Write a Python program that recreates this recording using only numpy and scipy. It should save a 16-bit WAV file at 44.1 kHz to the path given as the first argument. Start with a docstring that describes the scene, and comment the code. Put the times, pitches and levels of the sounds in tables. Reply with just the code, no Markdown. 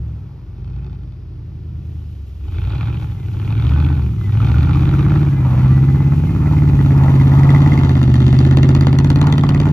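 """First a V8 pickup with open twin pipes burbles far off in a snowy yard, and is blipped twice.
Then it is mostly held high while it slides round and passes close by, left tailpipe first, then right.
The exhaust booms on the orders of the engine cycle, and each firing spits a rasping puff of noise.
Throttle, engine speed, distance and heading set how loud each part is.
Gliding tones make the engine whine; coloured noise makes the tyres scrub and spray snow."""
import sys
import numpy as np
from scipy import signal
from scipy.fft import rfft, irfft
from scipy.io import wavfile
from scipy.ndimage import uniform_filter1d

SR = 44100
rng = np.random.default_rng(int(sys.argv[2]) if len(sys.argv) > 2 else 0)


def materialize(psi):
    """Save the field psi as 16-bit PCM at rate SR to the path in sys.argv[1].

    A 1-D psi becomes a single channel; in a 2-D psi each row is a channel.
    """
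    bounded = np.clip(np.atleast_2d(psi).T, -1, 1)
    quanta = np.round(bounded * 32767).astype(np.int16)
    wavfile.write(sys.argv[1], SR, quanta)


N = 428652
TIME, HZ = np.arange(N) / SR, np.arange(N // 2 + 1) * SR / N

# engine speed: time_s, firings_per_s
SPEED = [(0.0, 111.8), (0.11, 110.2), (0.47, 83.6), (0.89, 99.2), (1.3, 81.8), (2.0, 78.9), (2.38, 61.5),
         (2.86, 112.3), (3.02, 112.0), (3.29, 91.6), (3.89, 128.8), (4.28, 96.3), (4.64, 125.5),
         (5.18, 146.7), (5.53, 124.3), (5.78, 133.7), (6.21, 138.6), (6.51, 150.2), (6.79, 138.5),
         (7.25, 135.6), (7.7, 141.5), (8.12, 126.1), (8.66, 134.6), (8.89, 133.9), (9.25, 144.8),
         (9.51, 144.4), (9.72, 148.6)]
# burbling, two blips, then mostly held down: time_s, throttle (0-1)
THROTTLE = [(0, 0.16), (.39, 0.01), (.8, 0.44), (1.14, 0), (1.85, 0.31), (2.33, 0), (2.45, 0.61),
            (2.58, 0.98), (2.86, 1), (3.17, 0.46), (3.5, 0.83), (3.82, 0.86), (4.16, 0.38), (4.42, 1),
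            (5.18, 1), (5.34, 0.64), (5.56, 0.85), (6.2, 0.84), (7.7, 0.95), (8.08, .86), (8.6, 0.97),
            (9.72, 0.96)]
# the truck's path: time_s, distance_m, near flank turned to us (0-1), nose turned to us (0-1)
PATH = [(0, 49, 0, 0.3), (2.4, 51.8, 0, 0.07), (3.7, 21.6, 0.09, 0), (5.15, 22.8, 0.19, 0.65),
        (5.55, 18, 0.4, 0.4), (6.2, 20.6, 0.45, 1), (6.55, 16.9, 0.71, 0.79), (7.4, 15.3, 0.98, 0.43),
        (8.3, 13.95, 1, 0.06), (9.72, 17.7, 0.73, 0.13)]
# how the truck is turned: time_s, heading_degrees (0 head-on, 90 right flank, 180 tail)
HEADING = [(4.9, -47.5), (5.7, -2.5), (6.2, 1.5), (7.2, 47.5), (8.2, 96.5), (8.9, 93), (9.4, 132)]

# one engine cycle, uneven on each bank: place (in firings), share through right pipe (0-1), strength_db
FIRINGS = [(4.38, 1, 4), (5.66, 0, 2), (6.3, 1, .5), (7.3, 1, -.5), (8.6, 0, 0), (9.35, 1, -4),
           (10.5, 0, -3), (11.5, 0, -1)]
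# strength of each order of the engine cycle: order, light_throttle_db,
# then pulling_db at four headings: left front, head-on, right flank, right rear
ORDERS = [(3, -21, -3, -23.5, -5, -11.5), (4, -10, -9.5, -8, -16.5, -17), (5, 4.0, -3.0, -11.5, -8.0, -6.5),
          (6, -10.5, -6.5, -11.5, -13, -13), (7, -1, -9, -16.5, -7.5, -7.5), (8, 0.0, 0.0, 0.0, 0.0, 0.0),
          (9, -4, -3.5, -8, -3.5, -8), (10, -18.5, -4.5, -23.5, -13, -12.5),
          (11, 2.5, -9, -14, -10.5, -7.5), (12, -27.5, -9, -6.5, -10, 0), (13, -1.5, -10, -4.5, 1.5, 1),
          (14, -23, -22, -16, -14.5, -17), (15, -4.5, -12.5, -7, -8.5, -2.5),
          (16, -7.5, -17.5, -12.5, -1.5, -5), (17, -13.5, -8, -11.5, -7.5, -12),
          (18, -20, -9.5, -18, -13.5, -13.5), (19, -9.5, -12.5, -19.5, -22.5, -11),
          (20, -16.5, -17.5, -15.5, -8.5, -10.5), (21, -15.5, -18.5, -26.5, -15.5, -29.5),
          (22, -23, -17, -31, -7.5, -18.5), (23, -18.5, -25.5, -22, -8.5, -6.5),
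          (24, -19.5, -27, -23, -19, -14.5), (25, -25, -30, -30.5, -20, -34.0),
          (26, -25, -24, -31.5, -18, -21.0), (27, -19.5, -24.5, -26, -26.5, -22.5),
          (28, -23, -27.5, -36, -20.5, -23), (29, -15, -23, -36, -22, -29),
          (30, -17, -29, -38.5, -25, -27.0), (31, -24, -29.5, -39.5, -21, -26.5),
          (32, -16.5, -35, -31, -21.5, -24.5), (33, -23, -34, -30.5, -24, -30),
          (34, -33, -28, -27.5, -27.5, -32.5), (35, -29, -29.5, -33.5, -21.5, -33),
          (36, -13, -28, -34.5, -13.5, -26.5)]
# headings of those four pulling columns: heading_degrees
ORDER_HEADINGS = (-45, 0, 95, 135)
# resonances of the exhaust pipes, for the drone: pitch_hz, gain_db
PIPE_RESONANCES = [(35, -15), (55, -2.5), (78, 3), (100, 4), (140, 0.5), (165, -1.5), (192, -4),
                   (215, -9.5), (250, -9.5), (280, -7), (312, -3), (335, -7), (370, -7.5), (410, -18)]
# the firing note swells and cancels as the truck moves: time_s, level_db over the boom
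FIRING_NOTE = [(0.0, 3.5), (0.23, 1.5), (0.29, -6.5), (1.07, -6.5), (1.27, -3), (2.07, 4), (2.4, 1),
               (3.42, -3), (3.56, 4.5), (3.76, -4), (4.41, 3), (4.58, -1), (5.81, 6.5), (6.15, 2),
               (6.29, -9.5), (6.49, 2.5), (7.54, 8), (7.8, 2), (8.18, 6.5), (9.72, 3)]
# the fifth order, a deep lope: time_s, level_db over the boom
LOPE = [(0.0, 8), (0.15, 4.5), (0.3, -13), (0.76, 3.5), (2.34, -16.5), (2.66, 0), (3.36, -15),
        (3.53, -14.5), (3.71, 5), (4.08, 3.5), (4.3, -21), (4.58, 3), (4.91, -6.5), (5.98, -5),
        (8.11, -0.3), (9.72, -3)]
# the ninth order swells and cancels: time_s, extra_db
NINTH_ORDER = [(3.3, -0.5), (3.9, 6), (5.2, -2), (5.8, 2), (6.2, 10.5), (6.54, -3.5), (7.2, -3), (8.4, 2.5),
               (9.7, -0.5)]
# the upper orders swell and fade as the truck moves: time_s, extra_db
UPPER_ORDERS = [(0, -4.5), (1.1, -2), (1.8, 3.5), (2.7, -9), (3.8, -0.5), (4.5, -0.5), (5.25, 4.5),
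                (5.45, 0.5), (5.8, 3), (6.4, 2.5), (7.4, 0.5), (8.6, 2), (9.7, 1.5)]
# one firing per cycle cracks harder as the tailpipe swings to us: time_s, extra_db (each layer takes a share)
CRACKING_FIRING = [(5.5, 0.5), (7.3, -11), (8.1, 3), (8.33, 1), (8.57, 8.5), (8.8, 10), (9.1, 20.5),
                   (9.45, 18.5), (9.62, 11.5), (9.72, -7.5)]

# Loudness rules, one per part of the exhaust, for NEAR_M, HIGH_FIRING_HZ and full throttle:
# base_db, shut_to_full_throttle_db, speed_db (per octave), flank_on_db, nose_on_db
BOOM_LAW = (-12.5, 11, 0, -3.5, 2.5)
# upper orders of the drone, same columns
NOTES_LAW = (-23, 13, 2.5, 2, -2.5)
# growl, same columns; the scene lowers and squeezes the result
GROWL_LAW = (-15.5, 15.5, 5, 8.5, 2.5)
# rasp, same columns
RASP_LAW = (-27.5, 23.5, 9, -2, -3.5)
# hollow pipe colour, same columns
HOLLOW_LAW = (-49, 11, 15, 2, 4)
# ringing tailpipe mouth, same columns
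RING_LAW = (-44, 23.5, 5, 5.5, -8.5)
# crackle, same columns
CRACKLE_LAW = (-33, 30.5, 4.5, -3, -10)
# stray pops of unburnt fuel, same columns
POP_LAW = (-34, 22, 4, -10, -5)

# Noise colours; only the shape counts, as each is brought to one level. Deep rumble: pitch_hz, level_db per Hz
RUMBLE = [(20, -25.5), (35, -23), (55, 0), (90, -1.5), (150, -5), (200, -13.5), (300, -21), (450, -31.5)]
# growl: pitch_hz, level_db per Hz
GROWL = [(130, -29.5), (200, -12), (300, 1.5), (370, -0.5), (450, -9), (650, -42.5)]
# rasp away from the flank: pitch_hz, level_db per Hz
RASP_NOSE = [(300, -22), (450, -4), (560, -3), (700, -5.5), (830, 6.5), (1020, -3), (1420, 2), (1750, -7.5),
             (2100, -8.5), (2450, -8.5), (2900, -32)]
# rasp flank-on: pitch_hz, level_db per Hz
RASP_SIDE = [(300, -27.5), (450, -0.5), (650, -1), (870, -0.5), (1020, -5), (1350, -1.5), (1750, -8.5),
             (2050, -9.5), (2350, -20), (2900, -26.5)]
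# hollow colour of the pipes, heard even on light throttle: pitch_hz, level_db per Hz
HOLLOW = [(600, -29.5), (760, -0.5), (850, 4.5), (980, -18.5), (1200, -24.5), (1420, -8), (1650, -21),
          (2100, -19), (2480, 2), (2900, -16.5)]
# ringing mouth of the tailpipe, heard when the flank turns to us: pitch_hz, level_db per Hz
RING = [(1600, -15), (1780, 1), (2030, 0), (2200, -11), (2400, -26)]
# crackle away from the flank: pitch_hz, level_db per Hz
CRACKLE_NOSE = [(1700, -27.5), (2400, 9), (2900, -1.5), (3500, 1.5), (4500, -9.5), (5300, -25.5),
                (7500, -29.5), (14000, -34.5)]
# crackle flank-on: pitch_hz, level_db per Hz
CRACKLE_SIDE = [(1700, -24.5), (2350, -10.5), (2700, 2), (3100, -1), (3600, -0.5), (4200, -5), (4650, -5),
                (5100, -15), (6500, -10), (8300, -22.5), (10500, -19.5), (14000, -30)]
# scrubbing tyres: pitch_hz, level_db per Hz
SCRUB = [(400, -3), (650, -8), (900, -0.5), (1050, -7), (1300, -6.5), (1700, -16), (2500, -22)]
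# flying snow: pitch_hz, level_db per Hz
SNOW = [(1500, -3.5), (3000, 9), (5000, -2), (6500, -0.5), (9000, -8.5), (12000, -1), (15000, -4)]
# quiet air of the yard: pitch_hz, level_db per Hz
YARD_AIR = [(25, -4), (70, 0), (130, 3.5), (220, -7), (370, -11.5), (480, -18.5), (700, -21), (850, -24),
            (1400, -27.5), (1800, -30.5), (2500, -32.5), (5000, -36), (7500, -51), (14000, -46.5)]

# single harder barks of the exhaust: start_s, peak_db (roughly), pitch_hz
BARKS = [(4.4025, -21.5, 1310), (4.5444, -25.5, 1425), (4.586, -26, 1420), (4.629, -26.5, 1300),
         (4.673, -26.5, 1360), (4.693, -23, 1325), (4.7556, -20, 1195), (4.938, -20, 1374),
         (4.9914, -22, 1190), (5.106, -28, 1520), (6.463, -34.5, 2080), (6.534, -21, 908),
         (6.568, -33, 2100), (6.587, -31, 2080), (6.678, -29.5, 2000), (6.791, -29.5, 1950),
         (6.907, -32, 2160), (7.081, -24.5, 2000), (7.199, -23.5, 2050), (7.2124, -25, 2020),
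         (7.318, -27.5, 1980), (7.389, -27.5, 2060), (7.433, -19.5, 1960), (7.4912, -18, 2024),
         (7.5475, -20.5, 2010), (7.5606, -28, 1970), (7.6045, -19, 1066), (7.661, -22.5, 1960),
         (7.72, -22, 2070), (7.7762, -21, 2090), (7.8344, -29.5, 2100), (7.893, -28, 1890),
         (9.2155, -19, 1140), (9.24, -19, 996), (9.272, -18.5, 1380), (9.327, -22, 1990),
         (9.3812, -17.5, 1263), (9.437, -17, 1125), (9.4925, -20.5, 1400)]
# sharp ticks from the far engine as the throttle first opens: start_s, level_db (before a small lift)
TICKS = [(0.582, -56), (0.6454, -52), (0.6774, -52), (0.701, -53), (0.7326, -53), (0.7626, -51),
         (0.787, -54), (0.8334, -55), (0.846, -50), (0.8654, -52), (0.8969, -55), (0.93, -52), (0.949, -59),
         (0.989, -59), (1.034, -55), (1.075, -59), (1.123, -56)]
# what the pipes ring with when a tick or pop strikes them: pitch_hz, level_db, time to fall 60 dB in s
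PIPE_MODES = [(846, 3.5, 0.034), (1190, -2, 0.018), (1430, 2.5, 0.013), (2200, -5.5, 0.011),
              (2545, -3, 0.021), (3120, -6.5, 0.02), (3550, -4.5, .02), (4360, -7.5, 0.016)]
# engine whines, each a short glide: start_s, end_s, first_hz, middle_hz, last_hz, level_db
WHINES = [(3.157, 3.26, 2050, 2060, 1980, -55), (3.7, 3.982, 1440, 1510, 1454, -40),
          (3.833, 3.93, 1900, 1860, 1850, -54), (4.169, 4.278, 2050, 2030, 2010, -50),
          (4.272, 4.335, 1940, 1915, 1860, -48), (5.296, 5.391, 1630, 1643, 1620, -45.5),
          (5.31, 5.49, 1990, 2014, 1820, -47.5), (5.341, 5.524, 2380, 2300, 2260, -51),
          (5.67, 5.781, 1170, 1178, 1150, -38), (5.707, 5.82, 1970, 1960, 2020, -43),
          (5.847, 6.106, 2000, 2030, 2030, -47.5), (5.896, 6.138, 1620, 1640, 1620, -54),
          (5.7, 6.206, 790, 810, 820, -44), (6.261, 6.35, 2085, 2120, 2130, -48.5),
          (6.379, 6.513, 1335, 1346, 1320, -40)]
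# the spinning tyres bite and scrub: middle_s, length_s, level_db
SCRUBS = [(0.188, 0.89, -59.5), (5.538, 0.28, -34.5), (6.44, 0.18, -38), (7.017, 0.21, -30),
          (7.527, 0.73, -30), (9.261, 0.12, -30), (9.547, 0.9, -40)]
# snow thrown by the tyres: time_s, level_db (before the throttle changes it)
SPRAY = [(0, -61), (1, -77), (2, -57), (3, -52), (4.9, -47.5), (6, -46.5), (7.6, -43.5), (8.1, -51.5),
         (8.6, -54), (9.72, -52)]
# echoes off trees and sheds: delay_s, level_db (before the level of all echoes together)
ECHOES = [(0.0122, -14.5), (0.047, -26), (0.084, -18), (.139, -21), (.21, -34)]
# the two microphone ports: pitch_hz, left_lead_nose_on_rad, left_lead_side_on_rad,
# left_minus_right_nose_on_db, left_minus_right_side_on_db
PORTS = [(100, 0.03, -0.04, .2, -.4), (400, 0.3, 0.38, -0.5, 0), (846, -1.5, 0.25, -1, 4),
         (1260, 0.9, 1.48, -4, 0.5), (1615, -2, 2.5, 0, -1), (1800, 0.54, -0.4, 0.5, -.5),
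         (2500, 0.28, 0.93, -2.5, -3.5), (3400, 1.37, 4, -1.5, 8), (4720, 1.5, 1, 8, 3),
         (5900, -0.7, -1.2, 5.5, -1.5), (7600, -2, -1.8, 2, 2), (7830, -3.5, -3, 0, 0.5),
         (8870, -3.8, -3.6, -1, -2), (10800, -5.5, -5.5, 0, 0), (13300, -7, -7.5, 0, 1),
         (14700, -16, -8, 3.5, -1.5)]

NEAR_M, HIGH_FIRING_HZ = 14, 140
COASTING, PULLING = 0.42, 0.66  # throttle between which the note changes from burble to roar
BOOM_LEAD = 1.983  # firings by which the drone runs ahead of the cycle count
PUFF_LEAD_S = 0.0177  # seconds by which the puffs come before the cycle count
ORDER_FLUTTER_DB, ORDER_WANDER_RAD = 0.45, 0.08  # rms waver of an order, per multiple of the firing rate
# Head-on the two banks bunch up once a cycle: basic swing (scaled per layer), place in firings.
THROB_DB, THROB_PLACE = 1, 1.5
# Flank-on the growl swells just after the cracking firing: swing, place in firings.
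FLANK_THROB_DB, FLANK_THROB_PLACE = 5.5, 4.73
POPS_PER_S = 70
SPRAY_THROTTLE_DB = 3.5  # rise in flying snow from shut to full throttle
YARD_AIR_DB = -44


def drone(cycles, firing_hz, load, heading, levels_db):
    """Orders of the engine cycle glide through the pipe resonances; the uneven firing sets how they line up."""
    firing_db, fifth_db, low_db, notes_db, upper_extra_db = levels_db
    place, right, strength_db = np.transpose(FIRINGS)
    weights = from_db(strength_db / 2 - 1.5 * (1 - right))  # the left pipe is a little weaker
    waves, power = np.zeros((4, N)), np.zeros((4, N))
    ninth_db, = in_time(NINTH_ORDER)
    for order, light_db, *pulling_db in ORDERS:
        # groups: firing note, lope, other low orders, upper orders
        group = 0 if order == 8 else 1 if order == 5 else 2 if order <= 12 else 3
        multiple = order / len(FIRINGS)
        pulling_now_db = np.interp(heading, ORDER_HEADINGS, pulling_db)
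        order_db = (1 - load) * light_db + load * pulling_now_db + ninth_db * (order == 9)
        gain = from_db(order_db + np.interp(multiple * firing_hz, *np.transpose(PIPE_RESONANCES)))
        phase = np.angle(np.sum(weights * np.exp(-2j * np.pi * multiple * place)))
        wander = ORDER_WANDER_RAD * multiple * drift(8.4)  # high orders waver most
        wave = -np.cos(2 * np.pi * order * cycles + phase + wander)
        waves[group] += gain * from_db(ORDER_FLUTTER_DB * multiple * drift(9)) * wave
        power[group] += gain ** 2 / 2
    # On light throttle the upper orders join the boom.
    upper_db = load * notes_db + (1 - load) * (low_db - 6) + upper_extra_db
    return np.sum(waves / np.sqrt(power) * from_db([firing_db, fifth_db, low_db, upper_db]), axis=0)


def puffs(cycles, right_facing, crack_db, decay_s, scatter_db, hidden_db, steady, shock_db):
    """Each firing spits turbulent gas with a sharp shock front, louder from the pipe facing us."""
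    place, right, strength_db = np.transpose(FIRINGS)
    turns = np.arange(-1, cycles[-1])[:, None] + place / len(FIRINGS)
    times = np.interp(turns, cycles, TIME) - PUFF_LEAD_S
    at = (np.clip(times, 0, None) * SR).astype(int)
    level_db = strength_db + hidden_db * np.abs(right - right_facing[at])
    level_db += scatter_db * rng.standard_normal(at.shape)
    level_db[:, 0] += crack_db[at[:, 0]]
    heard = (turns > cycles[SR // 40]) & (turns < cycles[-1])
    kicks = np.zeros(N)
    kicks[at[heard]] = from_db(level_db[heard])
    age = TIME[:SR // 25]
    burst = np.exp(-age / decay_s) * (1 - np.exp(-age / 0.0004))
    gate = np.hypot(signal.oaconvolve(kicks, burst)[:N], steady)  # a steady hiss fills the gaps
    shock = np.roll(kicks, np.argmax(burst)) * np.linalg.norm(burst)
    # Divide out the slow level, so that only the loudness rules set it.
    slow = np.sqrt(uniform_filter1d(uniform_filter1d(gate ** 2, size=5200), size=5200))
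    return (gate * rng.standard_normal(N) + from_db(shock_db) * shock) / slow


def loudness(law, throttle, firing_hz, distance_m, side, nose):
    """Level in dB: it rises with throttle and speed, falls with distance and turns with the truck."""
    base_db, throttle_db, octave_db, side_db, nose_db = law
    effort_db = throttle_db * (throttle - 1) + octave_db * np.log2(firing_hz / HIGH_FIRING_HZ)
    turn_db = side_db * side + nose_db * nose
    return base_db + effort_db + turn_db - 20 * np.log10(distance_m / NEAR_M)


def barks(attack_s, decay_s, hiss_db):
    """Each bark rings one resonance for a few milliseconds, with a fainter spit of noise around it."""
    out, age = np.zeros(N), TIME[:SR // 20]
    shape = np.exp(-age / decay_s) * (1 - np.exp(-age / attack_s))
    shape /= shape.max()
    for start_s, peak_db, hz in BARKS:
        band = signal.butter(2, [hz * 0.6, min(hz * 3.2, 6500)], "band", fs=SR, output="sos")
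        hiss = rms_one(signal.sosfilt(band, rng.standard_normal(len(age))))
        tone = np.sin(2 * np.pi * hz * age)
        mix = (tone + from_db(hiss_db) * hiss) / (1 + from_db(hiss_db))
        start = int(start_s * SR)
        out[start:start + len(age)] += from_db(peak_db) * shape * mix
    return out


def strike_pipes(times, levels_db, scatter_db):
    """Each knock sets every pipe mode ringing with a strength of its own."""
    out, at = np.zeros(N), (np.asarray(times) * SR).astype(int)
    for hz, mode_db, fall_s in PIPE_MODES:
        knocks = np.full(N, 1e-18)  # a tiny floor keeps the filter arithmetic quick
        chance_db = scatter_db * np.clip(rng.standard_normal(len(at)), -2, 2)
        knocks[at] = from_db(levels_db + mode_db + chance_db)
        r, w = from_db(-60 / (fall_s * SR)), 2 * np.pi * hz / SR
        out += signal.lfilter([0, np.sin(w)], [1, -2 * r * np.cos(w), r * r], knocks)
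    return out


def pops(level_db):
    """Stray pops of unburnt fuel strike the pipes at random, a few much harder than the rest."""
    times = rng.uniform(0, TIME[-1], int(POPS_PER_S * TIME[-1]))
    hardness_db = 3 * np.minimum(rng.exponential(1, len(times)), 3) - 3
    return strike_pipes(times, level_db[(times * SR).astype(int)] + hardness_db, scatter_db=4)


def whines(waver, flicker_db):
    """Thin engine tones glide in pitch, swelling and fading."""
    out, pitch, flicker = np.zeros(N), 1 + waver * drift(90), from_db(flicker_db * drift(55))
    for start_s, end_s, *glide_hz, level_db in WHINES:
        span = slice(int(start_s * SR), int(end_s * SR))
        progress = np.linspace(0, 1, len(out[span]))
        hz = np.polyval(np.polyfit([0, 0.5, 1], glide_hz, 2), progress) * pitch[span]
        swell = np.sqrt(np.abs(np.sin(np.pi * progress)))
        tone = np.sin(2 * np.pi * np.cumsum(hz) / SR)
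        out[span] += from_db(level_db) * flicker[span] * swell * tone
    return out


def scrubs(judder_db):
    """Rubber grinds on packed snow: coloured noise in juddering swells."""
    swell = sum(from_db(level_db) * np.exp(-(2 * (TIME - middle_s) / length_s) ** 2)
                for middle_s, length_s, level_db in SCRUBS)
    return swell * from_db(judder_db * drift(120)) * noise(SCRUB)


def snow_spray(throttle):
    """The tyres throw hissing snow, partly shared by both sides and partly separate on each."""
    level_db = in_time(SPRAY)[0] + SPRAY_THROTTLE_DB * (throttle - 2.5)
    thrown = from_db(level_db + 0.98 * drift(40))
    spray = thrown * noise(SNOW)
    powder = thrown * from_db(-5) * np.array([noise(SNOW), noise(SNOW)])
    return spray, powder


def yard_echoes(x, wet_db):
    """Trees and sheds send back a few dull echoes, at slightly different times on each side."""
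    band = signal.butter(1, [300, 6000], "band", fs=SR, output="sos")
    dull = signal.sosfilt(band, x)
    sides = []
    for _ in range(2):
        sides.append(sum(
            from_db(db) * np.interp(TIME - delay_s - rng.uniform(0, 0.001938), TIME, dull, left=0)
            for delay_s, db in ECHOES))
    return from_db(wet_db) * np.array(sides)


def ports(x, side):
    """The two ports hear each pitch with a lead and level difference that depend on how the truck is turned."""
    nose_lead, side_lead, nose_db, side_db = over_hz(PORTS)
    ends = np.minimum(1, np.minimum(TIME, TIME[::-1]) / 0.005)  # 5 ms fades
    half, spectrum = np.array([[0.5], [-0.5]]), rfft(x * ends)  # left gets plus half, right minus half
    head_on = irfft(spectrum * np.exp(1j * half * nose_lead) * from_db(half * nose_db), N)
    flank_on = irfft(spectrum * np.exp(1j * half * side_lead) * from_db(half * side_db), N)
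    return (1 - side) * head_on + side * flank_on


def from_db(db):
    """Turn decibels into gain."""
    return np.exp(np.asarray(db) * (np.log(10) / 20))


def rms_one(x):
    """Scale to rms 1."""
    return x / np.sqrt(np.mean(x ** 2) + 1e-20)


def in_time(rows):
    """Draw each column of a table as a curve, sample by sample."""
    s, *columns = np.transpose(rows)
    return [np.interp(TIME, s, c) for c in columns]


def over_hz(rows):
    """Draw each column of a table over log frequency."""
    hz, *columns = np.transpose(rows)
    return [np.interp(np.log(HZ + 1), np.log(hz), c) for c in columns]


def colour(x, spectrum):
    """Filter without pre-echo to a given colour, falling steeply beyond its ends; rms 1."""
    low_hz, high_hz = spectrum[0][0], spectrum[-1][0]
    skirts = 1 / (1 + (HZ / high_hz) ** 6) / (1 + (low_hz / (HZ + 1)) ** 6)
    # Folding the cepstrum forward in time gives a minimum-phase filter.
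    cepstrum = irfft(np.log(from_db(over_hz(spectrum)[0]) * skirts + 1e-5), N)
    cepstrum[1:] *= 2 * (np.arange(1, N) < N // 2)
    return rms_one(irfft(rfft(x) * np.exp(rfft(cepstrum)), N))


def noise(spectrum):
    """Make noise of a given colour; rms 1."""
    return colour(rng.standard_normal(N), spectrum)


def drift(rate):
    """Wander at random through about rate new values a second; rms 1."""
    return rms_one(np.interp(TIME * rate, np.arange(2000), rng.standard_normal(2000)))


def scene():
    """Mix exhaust, engine, tyres on snow and the quiet yard."""
    (firing_hz,), (throttle,), (crack_db,) = in_time(SPEED), in_time(THROTTLE), in_time(CRACKING_FIRING)
    distance_m, side, nose = in_time(PATH)
    side = np.clip(side, 0, 1)
    (heading,), (upper_extra_db,) = in_time(HEADING), in_time(UPPER_ORDERS)
    # how far the right pipe has taken over from the left
    right_facing = np.interp(heading, [-30, 15], [0.08, 0.95])
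    load = np.clip((throttle - COASTING) / (PULLING - COASTING), 0, 1)
    truck = throttle, firing_hz, distance_m, side, nose
    cycles = np.cumsum(firing_hz) / len(FIRINGS) / SR
    throb_wave = np.cos(2 * np.pi * (cycles - THROB_PLACE / len(FIRINGS)))
    throb_db = THROB_DB * load * (1 - side) * throb_wave
    flank_wave = np.cos(2 * np.pi * (cycles - FLANK_THROB_PLACE / len(FIRINGS)))
    flank_throb_db = FLANK_THROB_DB * side * flank_wave

    low_db = loudness(BOOM_LAW, *truck)
    firing_db, fifth_db = low_db + in_time(FIRING_NOTE)[0], low_db + in_time(LOPE)[0]
    notes_db = loudness(NOTES_LAW, *truck) + 2.1 * throb_db + flank_throb_db
    boom = drone(cycles + BOOM_LEAD / len(FIRINGS), firing_hz, load, heading,
                 (firing_db, fifth_db, low_db, notes_db, upper_extra_db))
    rumble = from_db(low_db - 7.5) * noise(RUMBLE)

    gas = from_db(throb_db) * puffs(cycles, right_facing, crack_db * 0.3, decay_s=0.0055,
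                                    scatter_db=1, hidden_db=-13, steady=0.3, shock_db=-2)
    growl_db = loudness(GROWL_LAW, *truck)
    growl_db = np.minimum(growl_db - 8, 0.4 * growl_db - 30.5)  # a loud growl rises more gently
    growl = from_db(growl_db + flank_throb_db - 2.5 * (1 - load)) * colour(gas, GROWL)
    hollow = from_db(loudness(HOLLOW_LAW, *truck)) * colour(gas, HOLLOW)

    blasts = from_db(1.7 * throb_db) * puffs(cycles, right_facing, crack_db * 0.25, decay_s=0.0045,
                                             scatter_db=2, hidden_db=-14, steady=0.12, shock_db=-6)
    rasp = (1 - side) * colour(blasts, RASP_NOSE) + side * colour(blasts, RASP_SIDE)
    rasp *= from_db(loudness(RASP_LAW, *truck))

    mouth = puffs(cycles, right_facing, crack_db * 0.3 + 3, decay_s=0.0055,
                  scatter_db=2.5, hidden_db=-14.5, steady=0.05, shock_db=-6)
    ring = from_db(loudness(RING_LAW, *truck)) * side * colour(mouth, RING)

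    spit = puffs(cycles, right_facing, crack_db, decay_s=0.0025,
                 scatter_db=3.2, hidden_db=-25.0, steady=0.12, shock_db=-12.5)
    crackle = (1 - side) * colour(spit, CRACKLE_NOSE) + side * colour(spit, CRACKLE_SIDE)
    crackle *= from_db(loudness(CRACKLE_LAW, *truck) + 0.14 * crack_db)

    barking = barks(attack_s=0.0011, decay_s=0.0031, hiss_db=-18.5)
    ticks = from_db(2) * strike_pipes(*np.transpose(TICKS), scatter_db=2.5)
    popping = pops(loudness(POP_LAW, *truck))
    whine = whines(waver=0.008, flicker_db=3)
    spray, powder = snow_spray(throttle)
    exhaust = growl + rasp + hollow + ring + crackle + barking + ticks + popping
    bright = exhaust + whine + scrubs(judder_db=2.0) + spray

    air = from_db(YARD_AIR_DB) * noise(YARD_AIR)
    # Each port has a little rumble of its own.
    own_rumble = from_db(low_db - 17) * np.array([noise(RUMBLE), noise(RUMBLE)])
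    heard = ports(boom + rumble + bright + air, side)
    return heard + own_rumble + powder + yard_echoes(bright, wet_db=5.0)


def record(dry):
    """Round the highest peaks and cut the top of the treble."""
    rounded = dry / (1 + np.abs(dry / 0.98) ** 12) ** (1 / 12)
    # 70 dB down from 15768 Hz upwards
    return signal.sosfilt(signal.cheby2(12, 70, 15768, fs=SR, output="sos"), rounded)


dry = scene()
out = record(dry)
materialize(out)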